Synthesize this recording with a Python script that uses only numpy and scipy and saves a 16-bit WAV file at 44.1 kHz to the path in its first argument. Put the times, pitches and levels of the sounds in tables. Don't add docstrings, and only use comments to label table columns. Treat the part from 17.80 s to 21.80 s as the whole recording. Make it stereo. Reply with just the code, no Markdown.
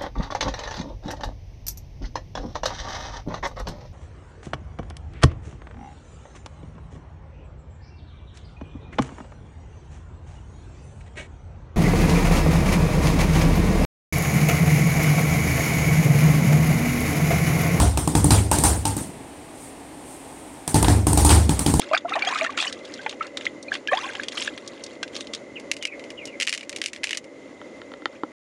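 import sys
import numpy as np
from scipy import signal
from scipy.fft import rfft, irfft, next_fast_len
from scipy.io import wavfile
from scipy.ndimage import uniform_filter1d

SR = 44100
rng = np.random.default_rng(int(sys.argv[2]) if len(sys.argv) > 2 else 0)


def waveform_to_disk(signal):
    frames = np.transpose(np.atleast_2d(signal))
    scaled = np.clip(frames, -1, 1) * 32767
    samples = np.round(scaled).astype(np.int16)
    wavfile.write(sys.argv[1], SR, samples)


N = 176400


def amp(db):
    return 10 ** (np.asarray(db) / 20)


def look_up(points, hz):
    row_hz, values = np.transpose(points)
    return np.interp(np.log(hz + 1), np.log(row_hz + 1), values)


def add(mix, start_s, sound):
    part = mix[:, max(round(start_s * SR), 0):][:, :sound.shape[-1]]
    part += sound[..., :part.shape[1]]


def colour(x, points):
    size = next_fast_len(x.shape[-1] + 4096)
    hz = abs(np.fft.fftfreq(size, 1 / SR))
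    log_gain = np.log(amp(look_up(points, hz)))
    response = np.exp(np.conj(signal.hilbert(log_gain)))[:size // 2 + 1]
    return irfft(rfft(x, size) * response, size)[..., :x.shape[-1]]


def ring(tones, t, detune=0, spread_db=0):
    chance = rng.standard_normal((len(tones), 2))
    return sum(amp(db + spread_db * louder - 60 * t / fade_s)
               * np.sin(2 * np.pi * hz * (1 + detune * higher) * t)
               for (hz, db, fade_s), (louder, higher) in zip(tones, chance))


# (frequency [Hz], likeness [0 to 1])
EAR_LIKENESS = [(150, 0.89), (400, 0.96), (1500, 0.089)]

def stereo_noise(size):
    left, other = rfft(rng.standard_normal((2, size)))
    same = np.clip(look_up(EAR_LIKENESS, np.fft.rfftfreq(size, 1 / SR)), -1, 1)
    right = same * left + np.sqrt(1 - same ** 2) * other
    return irfft(np.array([left, right]), size)


# (frequency [Hz], level [dB])
AIR_TONE = [(50, -5.5), (215, -9.5), (278, 2), (340, -6), (520, -9.5), (800, -6.5), (1400, -17.5),
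            (2100, -16), (5000, -28)]

def room_air():
    return amp(-21) * colour(stereo_noise(N), AIR_TONE)


# (time of peak [s], width [s], level [dB])
SWINGS = [(1.84, 0.055, -35.5), (2.32, 0.045, -39), (2.55, 0.24, -42.5)]
# (frequency [Hz], level [dB])
SWISH_TONE = [(2000, -25), (8000, -6.5), (16000, -7.5)]

def swinging_bag():
    t = np.arange(N) / SR
    swells = sum(amp(db) * np.exp(-((t - peak_s) / width) ** 2 / 2) for peak_s, width, db in SWINGS)
    return colour(stereo_noise(N), SWISH_TONE) * swells


# (time [s], pitch [Hz], level [dB])
SWIVEL_JOLTS = [(0.443, 9560, -7), (3.3315, 8540, -18.5)]

def swivel_chatter():
    chatter_s, steel_fade_s = 0.002, 0.0056
    t, out = np.arange(SR // 20) / SR, np.zeros((2, N))
    shape = np.exp(-(t / chatter_s) ** 2)
    for start_s, hz, db in SWIVEL_JOLTS:
        contacts = rng.standard_normal(len(t)) * shape
        chatter = signal.fftconvolve(contacts, ring([(hz, 0, steel_fade_s)], t))
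        add(out, start_s, amp(db) * chatter * np.linalg.norm(shape) / np.linalg.norm(chatter))
    return out


# (time [s], pitch [Hz], level [dB])
RINGING_BLOWS = [(0.03, 710, -26), (0.3525, 938, -25), (0.838, 812, -22), (1.054, 890, -21),
                 (2.944, 874, -20.5), (3.083, 720, -24.5), (3.374, 815, -24.5), (3.449, 920, -24)]
# (multiple of the pitch [ratio], level [dB], fade time [s])
WOOD_TONES = [(1, 3.5, 0.21), (0.92, -0.5, 0.16)]

def wood_rings():
    t, out = np.arange(SR // 2) / SR, np.zeros((2, N))
    for start_s, hz, db in RINGING_BLOWS:
        tones = [(hz * ratio, db + tone_db, fade_s) for ratio, tone_db, fade_s in WOOD_TONES]
        add(out, start_s, ring(tones, t, spread_db=1.2))
    return out


KNOCK_SLAP_CLINK_HZ = [1100, 3800, 9000]
# (frequency [Hz], fade time [s])
ECHO_FADE = [(200, 0.9), (1000, 0.38), (3000, 0.41)]

def room_echo(t, echo_db, thump_db, knock_db, clink_db):
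    walls_s, hold_s = 0.012, 0.0059
    hz, times, spectrum = signal.stft(stereo_noise(len(t)), SR, nperseg=256)
    patches = uniform_filter1d(rng.standard_normal(spectrum.shape[1:]), size=3, axis=0)
    patches = uniform_filter1d(patches, size=8, axis=1)
    fading_s = np.hypot(times, hold_s) - hold_s
    level_db = 2.5 * patches / patches.std() - 60 * fading_s / look_up(ECHO_FADE, hz)[:, None]
    tail = signal.istft(spectrum * amp(level_db), SR, nperseg=256)[1][:, :len(t)]
    build_up = np.where(t < walls_s, amp(-3.5) * np.sqrt(t / walls_s), 1)
    tint_db = [0.63 * (thump_db - echo_db), 0.19 * (knock_db - echo_db), 0, 0.52 * (clink_db - echo_db)]
    tint = list(zip([300] + KNOCK_SLAP_CLINK_HZ, tint_db))
    return amp(echo_db + 1) * colour(tail * build_up, tint)


def crack(t, knock_db, slap_db, clink_db):
    rise_s, fall_s = 0.00033, 0.0041
    shape = (1 - np.exp(-t / rise_s)) / (1 + (t / fall_s) ** 3)
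    burst = stereo_noise(len(t)) * shape
    burst *= np.linalg.norm(shape) / np.linalg.norm(burst, axis=1, keepdims=True)
    return amp(9.5) * colour(burst, list(zip(KNOCK_SLAP_CLINK_HZ, [knock_db, slap_db, clink_db])))


# (pitch [Hz], level [dB], fade time [s])
BOOM_TONES = [(63.6, 0, 0.61), (76.2, 0, 0.88), (101.66, 0.5, 0.72)]
# (pitch [Hz], level [dB], fade time [s])
THUMP_TONES = [(154.9, 3.5, 0.15), (186, -8.5, 0.17), (236, 0, 0.068), (295.1, 0.5, 0.17)]

def thump_and_boom(t, boom_db, tilt_db, thump_db):
    pulse_s, flex_delay_s, rise_s, friction_s = 0.0011, 0.00079, 0.0056, 0.29
    progress = t / pulse_s
    pulse = -progress * (2 - progress) * np.exp(-progress) * amp(thump_db + 1.5)
    ring_t = np.maximum(t - flex_delay_s, 0)
    tilted = [(hz, db + tilt_db * np.log2(hz / 85), fade_s) for hz, db, fade_s in BOOM_TONES]
    swing = (1 - np.exp(-ring_t / rise_s)) / np.hypot(1, (ring_t / friction_s) ** 2)
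    boom = ring(tilted, ring_t) * swing * amp(boom_db - 4.5)
    thump = ring(THUMP_TONES, ring_t, detune=0.017, spread_db=1.2) * amp(thump_db - 1)
    return pulse + boom + thump


# (frequency [Hz], level [dB])
CRACK_TONE = [(450, -10), (870, 13), (1400, -7), (16000, -3.5)]
# (frequency [Hz], level [dB])
ECHO_TONE = [(40, -30), (70, 9), (150, 14), (300, 11), (560, 4.5), (880, 11), (1400, 6), (2500, 0.5),
             (16000, -1.5)]
# (time [s], board boom [dB], boom tilt [dB per octave], bag thump [dB],
# wood knock [dB], leather slap [dB], swivel clink [dB], room echo [dB])
BLOWS = [(0.0, -6.5, -4, -20.5, -17, -16.5, -21, -19), (0.1734, -22, 2, -22.5, -15.5, -18, -22, -27.5),
         (0.2748, -43, -4, -17.5, -17, -22, -22, -33), (0.3515, -10.5, 5, -12.5, -13.5, -15, -19, -25),
         (0.443, -16, -9, -10, -13.5, -26, -13.5, -31), (0.506, -7, 18.5, -14.5, -17.5, -5, -16.5, -16),
         (0.714, -22, -18, -21.5, -13.5, -16.5, -16, -19), (0.7852, -34, 4, -19.5, -32, -21, -17, -31),
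         (0.8372, -10, -3, -18, -10.5, -14, -9, -18.5), (1.053, -19, 7, -23, -22, -16, -20.5, -26.5),
         (1.166, -35, 20, -23.5, -34, -40, -23.5, -32), (2.877, -35, 13, -29, -21.5, -22.5, -22, -33),
         (2.9434, -11.5, 10, -11, -27, -14, -17, -21), (3.0268, -13, -12, -17.5, -13, -20, -16.5, -32),
         (3.045, -14, 8, -26, -14.5, -10, -48, -24.5), (3.0821, -5.5, 3.5, -12, -16, -8.5, -24, -21.5),
         (3.2682, -14, 0, -14.5, -14.5, -19, -16.5, -26), (3.3305, -22, -13, -18.5, -20.5, -24, -18.5, -33),
         (3.3742, -7.5, -10, -18.5, -22.5, -15.5, -16, -20.5),
         (3.4483, -6.5, -10, -14, -16, -15, -10.5, -22.5), (3.492, -6.5, -2, -23, -21, -9.5, -19.5, -14),
         (3.5027, -6.5, -10, -17, -13.5, -19, -22, -18.5), (3.6925, -16.5, -5, -16, -22, -16, -24.5, -26),
         (3.7919, -25.5, -12, -21, -23.5, -20, -18.5, -30), (3.8623, -14, 1, -15, -23.5, -11, -20, -24),
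         (3.9382, -20, -25, -15, -23, -25, -21.5, -31.5), (3.995, 0, 13, -12.5, -15, -15, -18, -11)]

def bag_blows():
    t = np.arange(32768) / SR
    thumps, cracks, echoes = np.zeros((3, 2, N))
    for start_s, boom_db, tilt_db, thump_db, knock_db, slap_db, clink_db, echo_db in BLOWS:
        add(thumps, start_s, thump_and_boom(t, boom_db, tilt_db, thump_db))
        add(cracks, start_s, crack(t[:2048], knock_db, slap_db, clink_db))
        add(echoes, start_s, room_echo(t, echo_db, thump_db, knock_db, clink_db))
    return thumps + colour(cracks, CRACK_TONE) + colour(echoes, ECHO_TONE)


def scene():
    return bag_blows() + wood_rings() + swivel_chatter() + swinging_bag() + room_air()


def limiter(x):
    limit_db, share_removed, recover_db_per_s = -8.5, 0.85, 900
    power = uniform_filter1d((x ** 2).mean(0), size=130)
    power_db = 10 * np.log10(abs(power) + 1e-12)
    fall_db = np.arange(N) * recover_db_per_s / SR
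    peak_db = np.maximum.accumulate(power_db + fall_db) - fall_db
    over_db = np.maximum(peak_db - limit_db, 0)
    return x * amp(-share_removed * uniform_filter1d(over_db, size=60))


# (frequency [Hz], level [dB])
LEFT_MIC_TONE = [(25, -18), (62, -1), (2000, 2), (6500, 3.5), (7800, 8), (8900, 14.5), (10300, 3),
                 (16000, -12)]
RIGHT_MIC_TONE = [(25, -17.5), (62, -3), (900, 2.5), (2000, -6), (6500, -4), (7800, -1), (9200, -10.5),
                  (16000, -23)]

def record(dry):
    right_delay_s, cutoff_hz = 0.00021, 15900
    t = np.arange(N) / SR
    late_right = np.interp(t - round(right_delay_s * SR) / SR, t, dry[1])
    x = limiter(np.array([colour(dry[0], LEFT_MIC_TONE), colour(late_right, RIGHT_MIC_TONE)]))
    x = x / (1 + x ** 6) ** (1 / 6)
    treble_cut = signal.firwin(511, cutoff_hz, window=("kaiser", 9), fs=SR)
    return signal.oaconvolve(x, treble_cut[None], "same")


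dry = scene()
out = record(dry)
waveform_to_disk(out)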